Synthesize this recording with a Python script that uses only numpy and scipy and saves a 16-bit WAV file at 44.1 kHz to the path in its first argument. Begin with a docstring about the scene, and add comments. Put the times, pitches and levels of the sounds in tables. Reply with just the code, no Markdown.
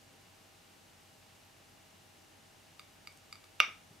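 """Faint hiss and the beating hum of an appliance fill a quiet furnished living room, with one brief rustle.
Nail clippers, held a little to the right, click lightly as their handles are squeezed. Then the blade
cuts through a dog's claw with one sharp snap, and two soft bumps follow. Each click and the snap excite
the damped modes of the tool, and the room prolongs them as diffuse reverberation."""
import sys
import numpy as np
from scipy import signal
from scipy.fft import rfft, irfft
from scipy.io import wavfile

SR = 44100
rng = np.random.default_rng(int(sys.argv[2]) if len(sys.argv) > 2 else 0)


def transcribe(u):
    """Save the signal u as a 16-bit wav file named by the first command-line argument.

    u: samples, shape (n,) or (channels, n), limited to [-1, 1]; the rate is SR.
    q: integer samples, one column per channel.
    """
    v = np.clip(np.atleast_2d(u).T, -1, 1)
    q = np.round(v * 32767).astype(np.int16)
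    wavfile.write(sys.argv[1], SR, q)


N = 176400
TIME = np.arange(N) / SR
BINS_HZ = np.maximum(np.arange(N // 2 + 1) * SR / N, 1)

# Spectrum of the hiss. Each row: frequency in Hz, relative spectral density in dB.
HISS_SPECTRUM = [(15, -34), (28, -13), (76, -13.5), (125, -6.5), (190, -7.5), (290, -7.5), (480, -11),
                 (800, -12), (1400, -14), (2900, -15.5), (7000, -20), (11700, -26), (15800, -32)]
# Likeness of the hiss at the two ears. Each row: frequency in Hz, correlation from 0 to 1.
HISS_COHERENCE = [(60, 0.76), (120, .8), (200, 0.65), (380, 0.13), (700, 0.067), (1300, 0.12), (2400, 0.49),
                  (8000, .58), (15000, 0.92)]
# Hum of the appliance motor. Each row: multiple of the turning rate, rms level in dB.
MOTOR_HARMONICS = [(1, -84.5), (2, -74.5), (12, -87), (13, -78.5), (14, -89), (16, -77), (17, -80.5),
                   (19, -85.5), (55, -83), (56, -89), (59, -79.5)]
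# Reverberation of the room. Each row: frequency in Hz, gain in dB, time to fall 60 dB in seconds.
ROOM_BANDS = [(300, -4, 0.41), (600, -6, 0.24), (900, -1, 0.18), (1300, -10.5, 0.36), (2300, -2.5, 0.31),
              (2870, -12, 0.3), (3670, -4, 0.31), (4700, -3, 0.18), (6000, -3.5, 0.35), (7500, -8, 0.24),
              (12000, -7, 0.21)]
# Soft bumps. Each row: start in seconds, level in dB, upper band edge in Hz, decay time in seconds.
SOFA_BUMPS = [(3.677, -52.5, 750, 0.016), (3.905, -52.5, 190, 0.028)]
# Ticks of the blade against the claw. Each row: start in seconds, level in dB.
BLADE_TICKS = [(3.1235, -55), (3.1722, -50), (3.442, -52.5)]
# Clicks of the handles. Each row: start in seconds, level in dB.
HANDLE_CLICKS = [(2.7946, -37), (3.0725, -35.5), (3.3262, -35), (3.3548, -45.5), (3.4405, -51.5)]
# Modes of the clippers. Each row: frequency in Hz, time to fall 60 dB at unit damping in seconds,
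# relative level in a click in dB, relative level in the snap in dB, left minus right level in dB.
CLIPPER_MODES = [ (338, 0.015, -36, -26, 0), (589, 0.023, -40, -22, 1), (1231, 0.022, -7, -4.5, -5),
                 (1413, 0.0087, -15.5, -4, -5), (2250, .012, -1, -1.5, -4.5), (2470, 0.018, -12, -4, -4),
                 (2787, 0.015, -12, 1.5, -3), (3660, 0.011, -5.5, -9, -8), (4700, .012, 1, -15, 4),
                 (5660, 0.031, -23, -21.5, -7), (6220, 0.019, -25, -23, 2), (7450, 0.014, -9, -49, 0),
                 (8900, 0.008, -26, -38, 2), (11400, .007, -31, -30.5, 18), (13200, .008, -26, -35, 1)]

SNAP_S, SNAP_DB = 3.6017, -10
CLICK_ATTACK_S, SNAP_ATTACK_S = 0.00077, 0.00022


def from_db(db):
    """Amplitude grows tenfold for every 20 dB."""
    return 10 ** (np.asarray(db) / 20)


def rms_one(x):
    """Dividing by the rms gives a signal unit power."""
    return x / np.sqrt(np.mean(x ** 2) + 1e-20)


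def at_hz(points, hz, column=1):
    """Interpolation along log frequency turns a table column into a curve."""
    rows = np.array(points)
    return np.interp(np.log(hz), np.log(rows[:, 0]), rows[:, column])


def band_noise(low_hz, high_hz):
    """Band-pass filtering confines white noise between two edges; the result has unit power."""
    sos = signal.butter(2, [low_hz, high_hz], "band", fs=SR, output="sos")
    return rms_one(signal.sosfilt(sos, rng.standard_normal(N)))


def envelope(start_s, attack_s, decay_s):
    """A damped vibration builds up, then decays exponentially."""
    age = np.maximum(TIME - start_s, 0)
    return (1 - np.exp(-age / attack_s)) * np.exp(-np.minimum(age / decay_s, 40))


def stereo_pair(mid, side, coherence):
    """The weighted sum and difference of two independent noises have a chosen coherence."""
    return np.sqrt(1 + coherence) * mid + np.sqrt(1 - coherence) * side * [[1], [-1]]


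def hiss():
    """Steady room and microphone noise is partly coherent between the ears, least in the midrange."""
    level_db, pan_db = -61, 0.6
    white = stereo_pair(*rfft(rng.standard_normal((2, N))), at_hz(HISS_COHERENCE, BINS_HZ))
    gains = from_db([[level_db + pan_db / 2], [level_db - pan_db / 2]])
    return gains * rms_one(irfft(white * from_db(at_hz(HISS_SPECTRUM, BINS_HZ)), N))


def appliance():
    """Close frequencies beat: a second motor against one motor's second harmonic, under a thin whine."""
    motor_hz, wander_hz, wander_corner_hz = 49, 0.03, 2.56
    beat_hz, swell_s = 7.9, 0.322
    wander = rms_one(irfft(rfft(rng.standard_normal(N)) / (1 + (BINS_HZ / wander_corner_hz) ** 2), N))
    angle = 2 * np.pi * np.cumsum(motor_hz + wander_hz * wander) / SR
    phases = [multiple * angle + rng.uniform(0, 2 * np.pi) for multiple, _ in MOTOR_HARMONICS]
    first_motor = sum(from_db(db) * np.sin(phase) for (_, db), phase in zip(MOTOR_HARMONICS, phases))
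    second_motor = from_db(-75.5) * np.sin(phases[1] - 2 * np.pi * beat_hz * (TIME - swell_s))
    whine = from_db(-83.5) * band_noise(2800, 2980)
    return np.sqrt(2) * (first_motor + second_motor) + whine


def room(direct):
    """Reflections merge into a diffuse field in which each band decays at its own exponential rate."""
    delay_s, build_s = 0.0036, 0.00098
    t = TIME[:SR // 2]
    white = stereo_pair(*rfft(rng.standard_normal((2, len(t)))), coherence=0.57)
    hz = np.arange(white.shape[1]) * SR / len(t)
    onset = 1 - np.exp(-np.maximum(t - delay_s, 0) / build_s)
    edges_hz = np.geomspace(150, 16000, 21)
    response = 0
    for low, high in zip(edges_hz, edges_hz[1:]):
        centre = np.sqrt(low * high)
        band = irfft(white * ((hz >= low) & (hz < high)), len(t))
        decay = np.exp(-np.log(1000) * t / at_hz(ROOM_BANDS, centre, column=2))
        unit_gain_tail = rms_one(band * decay * onset) * np.sqrt(2 * (high - low) / SR / len(t))
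        response += from_db(at_hz(ROOM_BANDS, centre)) * unit_gain_tail
    return signal.fftconvolve(direct.mean(axis=0)[None], response, axes=1)[:, :N]


def rustle():
    """Friction in handling gives one faint, brief swell of midrange noise."""
    return from_db(-62) * band_noise(600, 1900) * envelope(0.125, attack_s=0.03, decay_s=0.04)


def bumps():
    """Soft contact excites mainly low frequencies, so movements on the sofa after the cut sound dull."""
    return sum(from_db(db) * band_noise(99, high_hz) * envelope(start, attack_s=0.003, decay_s=decay)
               for start, db, high_hz, decay in SOFA_BUMPS)


def blade_ticks():
    """Brief contact excites high frequencies: the blade settles on the claw with thin, dry ticks."""
    pulses = sum(from_db(db) * envelope(start, CLICK_ATTACK_S, decay_s=0.0023)
                 for start, db in BLADE_TICKS)
    return band_noise(3500, 10900) * pulses


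def clipper_ring(start_s, levels_db, attack_s, damping):
    """A blow excites damped modes; time and level differences between the ears place them to the right."""
    left_lag_s, treble_lag_rad = 0.00003, 0.45
    age = TIME - start_s - np.array([[left_lag_s], [0]])
    ring = np.zeros((2, N))
    for k, ((hz, t60, _, _, pan_db), db) in enumerate(zip(CLIPPER_MODES, levels_db)):
        phase_lag = np.array([[treble_lag_rad * (hz > 4000)], [0]])
        decay_s = t60 / damping / np.log(1000)
        tone = np.sin(2 * np.pi * hz * age - phase_lag) * envelope(start_s, attack_s, decay_s)
        gains = from_db([[db + pan_db / 2], [db - pan_db / 2]])
        ring += (-1) ** k * gains * tone  # neighbouring modes start in opposite polarity
    return ring


def handle_clicks():
    """Light impacts in the squeezed handles excite the same modes in varying shares, with some grit."""
    spread_db = 2.7
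    mode_db = np.array(CLIPPER_MODES)[:, 2]
    scatter_db = spread_db * rng.standard_normal((len(HANDLE_CLICKS), len(mode_db)))
    grit = from_db(-15.5) * band_noise(3000, 13600)
    clicks = np.zeros((2, N))
    for (start, db), scatter in zip(HANDLE_CLICKS, scatter_db):
        clicks += clipper_ring(start, db + mode_db + scatter, CLICK_ATTACK_S, damping=0.91)
        clicks += from_db(db) * grit * envelope(start, CLICK_ATTACK_S, decay_s=0.0032)
    return clicks


def splinter():
    """Rapid fracture radiates high treble: the splitting claw gives the snap a bright, dry edge."""
    return from_db(-37.5) * band_noise(8400, 17000) * envelope(SNAP_S, SNAP_ATTACK_S, decay_s=0.0029)


def snap():
    """Stored elastic energy is released: the strained claw creaks, cracks, and the jaws slam shut."""
    lead_s = 0.0056
    creak = from_db(-44) * band_noise(2290, 3300) * envelope(SNAP_S - lead_s, CLICK_ATTACK_S, lead_s)
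    crack = band_noise(1600, 5000) * envelope(SNAP_S, SNAP_ATTACK_S, decay_s=0.0017)
    mode_db = np.array(CLIPPER_MODES)[:, 3]
    jaws = clipper_ring(SNAP_S, SNAP_DB + mode_db, SNAP_ATTACK_S, damping=0.84)
    blow = creak + from_db(SNAP_DB - 13) * crack + jaws
    bass_cut = signal.butter(4, 250, "high", fs=SR, output="sos")  # a small tool radiates little bass
    return signal.sosfilt(bass_cut, blow + 1e-18)


def scene():
    """By superposition, the clippers' direct sound, its reverberation and the background add."""
    light = handle_clicks() + blade_ticks()
    cut = snap()
    reverberation = room(from_db(-3) * light + from_db(-1) * cut)
    return light + cut + splinter() + reverberation + rustle() + bumps() + hiss() + appliance()


def record(dry):
    """A steep low-pass filter limits the bandwidth, removing the highest treble."""
    cutoff_hz = 15600
    return irfft(rfft(dry) / np.sqrt(1 + (BINS_HZ / cutoff_hz) ** 200), N)


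dry = scene()
out = record(dry)
transcribe(out)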